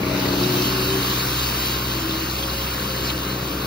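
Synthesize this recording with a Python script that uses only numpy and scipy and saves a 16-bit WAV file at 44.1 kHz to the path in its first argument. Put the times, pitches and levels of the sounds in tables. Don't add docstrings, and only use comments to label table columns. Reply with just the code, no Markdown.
import sys
import numpy as np
from scipy import signal
from scipy.fft import rfft, irfft, next_fast_len
from scipy.io import wavfile
from scipy.ndimage import uniform_filter1d, map_coordinates

SR = 44100
rng = np.random.default_rng(int(sys.argv[2]) if len(sys.argv) > 2 else 0)


def inscribe(sig):
    pcm = np.round(np.clip(np.atleast_2d(sig).T, -1, 1) * 32767)
    wavfile.write(sys.argv[1], SR, pcm.astype(np.int16))


def invert_db(level):
    return 10 ** (np.asarray(level, dtype=float) / 20)


N = 161406
T = np.arange(N) / SR
SHAFT_HZ = 31.56

# (time [s], level [dB])
ENGINE_SIDE = [(0.0, -23.5), (0.29, -20.5), (0.95, -25), (1.51, -31), (2.1, -28.5), (2.74, -34),
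               (2.75, -30), (3.64, -28), (3.66, -26)]
# (time [s], level [dB])
BRUSH_PRESSURE = [(0.0, -38.5), (0.11, -33.5), (0.68, -29), (1.56, -28.5), (1.99, -32), (2.34, -31.5),
                  (2.97, -33), (3.1, -31), (3.15, -34.5), (3.66, -34)]


def unit(x):
    return x / np.sqrt(np.mean(x ** 2) + 1e-20)


def along(points, hz):
    f, v = np.transpose(points)
    return np.interp(np.log(hz + 1), np.log(f + 1), v)


def curves(rows):
    s, *cols = np.transpose(rows)
    return [np.interp(T, s, c) for c in cols]


def swing(rows):
    level_db, = curves(rows)
    return level_db - level_db.mean()


def wobble(rate):
    return map_coordinates(rng.standard_normal(int(N * rate / SR) + 4), [T * rate])


def filtered(x, response):
    m = next_fast_len(N + SR // 2)
    return irfft(rfft(x, m) * response(np.fft.rfftfreq(m, 1 / SR)), m)[..., :N]


def rush(spectrum, patchy_db, grit=0):
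    z = signal.stft(rng.standard_normal((2, N)) + grit, nperseg=512)[2]
    field = uniform_filter1d(rng.standard_normal(z.shape[1:]), 6, 0)
    field = uniform_filter1d(field, 12, 1)
    pair = signal.istft(z * invert_db(patchy_db * unit(field)), nperseg=512)[1][:, :N]
    return unit(filtered(pair, lambda hz: invert_db(along(spectrum, hz))))


def tone(hz, level_db, drift):
    turn = 2 * np.pi * np.cumsum(hz + 0 * T) / SR + drift * wobble(9) + rng.uniform(0, 2 * np.pi)
    scattered_turn = turn + 2 * np.pi * rng.uniform() + wobble(3.98)
    return np.sqrt(2) * invert_db(level_db) * np.sin([turn, scattered_turn])


def suction_fan():
    # (frequency [Hz], density [dB per Hz])
    spectrum = [(300, -12.5), (700, -10.5), (1100, 2.5), (1400, 0.5), (1900, -4), (2500, -6.5),
                (4000, -33.5), (8000, -58)]
    level_db = -33.5 + 0.49 * swing(BRUSH_PRESSURE)
    return invert_db(level_db) * rush(spectrum, patchy_db=1.37)


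def engine_roar():
    # (frequency [Hz], density [dB per Hz])
    spectrum = [(30, -51.5), (48, -7), (130, -1), (350, -2), (520, -8), (800, -14.5), (1500, -17),
                (3000, -46.5)]
    firing_depth = 0.27
    throb = 1 + firing_depth * np.sin(2 * np.pi * 2 * SHAFT_HZ * T)
    level_db = -31.5 + 0.62 * swing(ENGINE_SIDE)
    return throb * invert_db(level_db) * rush(spectrum, patchy_db=.7)


def shaft_orders():
    orders = [2, 4, 6, 7, 8, 10, 12, 14, 20, 30, 34, 9, 18, 27, 36, 72, 81, 90]
    # (level [dB], follows the engine side [dB per dB], follows the load [dB per dB])
    order_levels = [(-36, -0.64, .1), (-34, 0.35, 0.6), (-39.5, 1.28, 0), (-48, 0.4, -0), (-56, 0.68, .1),
                    (-41, 0.56, -0.2), (-43, 0.28, 0.5), (-46, 0.045, -0.3), (-55.5, 2.2, -0.4),
                    (-52, -0.16, .1), (-46, 0.0073, 0.2), (-40, 1.95, 0.2), (-58.5, 2.2, .1),
                    (-57, 1.3, -0), (-53.5, 0.77, .1), (-57.5, -0.043, .1), (-56.5, 0.7, 0), (-49, .2, .1)]
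    sway_db, drift_rad = .6, .1
    side_db, load_db = swing(ENGINE_SIDE), swing(BRUSH_PRESSURE)
    lines = np.zeros((2, N))
    for order, (db, side, load) in zip(orders, order_levels):
        level_db = db + side * side_db + load * load_db + sway_db * wobble(4.86)
        lines += tone(order * SHAFT_HZ, level_db, drift_rad * np.sqrt(order))
    return lines


def hydraulic_whines():
    # (time [s], pitch [Hz], level [dB])
    drive_motor = [(0, 340, -40), (.25, 352, -36), (.4, 357, -30), (.6, 368, -26.5), (.72, 370, -34),
                   (.83, 375, -31), (.97, 382, -28), (1.1, 376, -35), (1.2, 370, -44), (1.45, 350, -56),
                   (1.6, 322, -41), (1.9, 335, -41), (2.1, 326, -29.5), (2.25, 328, -37), (2.6, 320, -48),
                   (3.66, 320, -52)]
    # (time [s], pitch [Hz], level [dB])
    brush_motor = [(0, 515, -42), (.2, 535, -41), (.35, 535, -52), (1.1, 492, -52), (1.25, 495, -44),
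                   (1.5, 545, -49), (2.3, 545, -52), (2.55, 542, -39), (2.7, 535, -45), (2.9, 523, -41),
                   (3.2, 525, -43), (3.4, 548, -47), (3.66, 546, -47)]
    flutter_percent, sway_db, drift_rad = 1.1, 2, 1.1
    whines = np.zeros((2, N))
    for motor in (drive_motor, brush_motor):
        hz, db = curves(motor)
        fluttering_hz = hz * (1 + flutter_percent / 100 * wobble(25.09))
        whines += tone(fluttering_hz, db + sway_db * wobble(20), drift_rad)
    return whines


def metal_ping():
    start_s, ping_hz, ping_db, t60_s, rise_s = .252, 1950, -28, .12, 0.0034
    t = np.maximum(T - start_s, 0)
    decay = invert_db(ping_db - 60 * t / t60_s)
    return decay * (1 - np.exp(-t / rise_s)) * np.sin(2 * np.pi * ping_hz * t)


def debris_scrapes():
    # (time [s], length [s], centre [Hz], width [octaves], level [dB])
    bursts = [(.037, .006, 2450, .15, -31), (.15, .2, 2300, .22, -36), (.16, .11, 635, .05, -37),
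              (.262, .012, 3200, .7, -31), (.29, .012, 4450, .08, -30), (.335, .014, 4400, .1, -30),
              (.436, .007, 4500, .3, -26), (.445, .008, 3800, .06, -29), (.625, .008, 4400, .3, -27),
              (.65, .03, 3150, .08, -32), (.722, .008, 4100, .15, -29), (.822, .007, 2600, .3, -28),
              (1.03, .008, 4060, .15, -28), (1.367, .007, 4100, .15, -30), (1.753, .007, 3800, .15, -29),
              (2.112, .005, 3650, .07, -27), (2.13, .005, 4300, .15, -31), (2.237, .005, 4560, .06, -31),
              (2.3, .005, 4300, .15, -30), (2.365, .008, 4200, .15, -35), (2.438, .008, 3240, .1, -27),
              (2.5, .012, 4150, .12, -30), (2.615, .006, 3120, .1, -30), (3.05, .007, 2950, .05, -31),
              (3.055, .016, 4800, .18, -30), (3.078, .018, 4400, .3, -29), (3.102, .016, 3900, .12, -28),
              (3.1, .02, 2900, .25, -28.5)]
    size = SR // 2
    rasps = np.zeros((2, N + SR))
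    t = np.arange(-size // 2, size // 2) / SR
    hz = np.fft.rfftfreq(size, 1 / SR) + 1
    for s, length, centre_hz, octaves, db in bursts:
        bell = np.exp(-(np.log2(hz / centre_hz) / octaves) ** 2 / 2)
        band = irfft(rfft(rng.standard_normal((2, size))) * bell, size)
        swell = np.exp(-(t / length) ** 2 * 2)
        burst = invert_db(db) * unit(band * swell) * np.sqrt(np.mean(swell ** 2))
        rasps[:, round(s * SR):][:, :size] += burst
    return rasps[:, size // 2:][:, :N]


def wire_brush():
    # (frequency [Hz], density [dB per Hz])
    wires = [(1200, -30), (2700, -1), (3400, -3), (4150, 0), (4500, -1), (4900, -3), (5400, -6.5),
             (7500, -9.5), (9600, -7), (13500, -4.5), (15800, -8)]
    grit_per_s, grit_spread_db, grit_db = 2600, 1.5, -6
    turn_hz, beat_db, sway_db = 2.78, 0, .6

    hits = rng.uniform(size=N) < grit_per_s / SR
    grains = hits * rng.standard_normal((2, N)) * invert_db(grit_spread_db * rng.exponential(size=N))
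    hiss = rush(wires, patchy_db=1.18, grit=invert_db(grit_db) * unit(grains))

    pressure_db, = curves(BRUSH_PRESSURE)
    beat = beat_db * np.sin(2 * np.pi * turn_hz * T) + sway_db * wobble(12)
    return invert_db(pressure_db + 5 + beat) * hiss


def microphone_port(pair, sign):
    # (frequency [Hz], correlation [0..1])
    alike = [(100, .998), (450, .98), (650, .8), (800, .35), (1100, .8), (1380, .91), (1900, .78),
             (2480, .25),
             (2750, .64), (3200, .7), (3550, .6), (3950, .85), (4350, .94), (4650, .78), (5050, .5),
             (5800, .55), (7000, .6), (8300, .87), (11000, .87), (12300, .7), (14000, .6)]
    # (frequency [Hz], level difference [dB])
    left_over_right = [(40, 0), (170, 1.8), (450, 2.8), (800, 10), (1100, 7), (1380, 2), (1550, 4.5), (1750, 2),
                       (2240, 1), (2650, -3.2), (2950, 0), (3450, 3.2), (3800, -.7), (5000, .5), (5340, -2.5),
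                 (6200, 0)]
    # (frequency [Hz], phase lead [rad])
    lead = [(20, 0), (430, .04), (690, .85), (860, -.85), (1100, -1.17), (1400, -.48), (1900, -.05),
            (2400, -.15),
            (2620, 2.2), (3250, 2.05), (3450, 2.95), (3800, 5.65), (3980, 6.2), (4450, 6.36),
                (4750, 6.9), (5150, 7.2),
            (5500, 8), (7000, 9.05), (8300, 9.4), (11300, 9.45), (12400, 9.9), (13800, 10.6),
                 (15800, 11.9)]

    def gains(hz):
        likeness = np.clip(along(alike, hz), 0, 1)
        turn = np.arccos(likeness) / 2
        level = invert_db(along(left_over_right, hz) * sign / 2)
        phase = np.exp(.5j * sign * along(lead, hz))
        return level * phase * [np.cos(turn), sign * np.sin(turn)]

    return filtered(pair, gains).sum(axis=0)


def scene():
    # (time [s], level [dB])
    scatter = [(0, 3.5), (.45, 3), (1, 0), (2, -1), (3.66, -1)]
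    pair = suction_fan() + engine_roar() + shaft_orders() + hydraulic_whines()
    pair = pair + metal_ping() + debris_scrapes() + wire_brush()
    below_treble = filtered(pair, lambda hz: hz < 6500)
    pair = pair + below_treble * [0 * T, invert_db(curves(scatter)[0]) - 1]
    return np.array([microphone_port(pair, sign) for sign in (1, -1)])


def thin_treble(dry):
    mid_drop_db, side_drop_db, hole_db, ragged_db = -6.5, -11.5, -4.6, -1.5
    top_hz, ragged_hz = 15750, 15100
    hz, _, z = signal.stft([dry[0] + dry[1], dry[0] - dry[1]], SR, nperseg=2048)
    bins = len(hz)
    high, higher = hz[:, None] > 1500, hz[:, None] > 5000

    smooth = uniform_filter1d(abs(z) ** 2, size=2, axis=2)
    bands = np.add.reduceat(smooth, np.arange(0, bins, 16), axis=1)
    mid, side = np.sqrt(np.repeat(bands, 16, axis=1)[:, :bins])
    keep_mid = ~higher | (mid > side * invert_db(mid_drop_db))
    keep_side = ~high | (side > mid * invert_db(side_drop_db))
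    keep = (hz[:, None] < top_hz) & np.array([keep_mid, keep_side])

    power = uniform_filter1d(abs(z) ** 2, size=3, axis=2)
    strips = np.add.reduceat(power, np.arange(0, bins, 4), axis=1)
    strips = np.repeat(strips, 4, axis=1)[:, :bins] / 4
    keep &= ~high | (strips > uniform_filter1d(power, size=40, axis=1) * invert_db(2 * hole_db))

    top = power[1, (hz > ragged_hz) & (hz < top_hz)].mean(axis=0)
    keep[1, hz > ragged_hz] &= top > uniform_filter1d(top, size=20) * invert_db(ragged_db)
    mid, side = signal.istft(z * keep, SR, nperseg=2048)[1][:, :N] / 2
    return np.array([mid + side, mid - side])


def low_pass(x):
    return signal.sosfilt(signal.butter(12, 16430, fs=SR, output="sos"), x)


def record(dry):
    mix = thin_treble(dry)
    return low_pass(mix)


dry = scene()
out = record(dry)
inscribe(out)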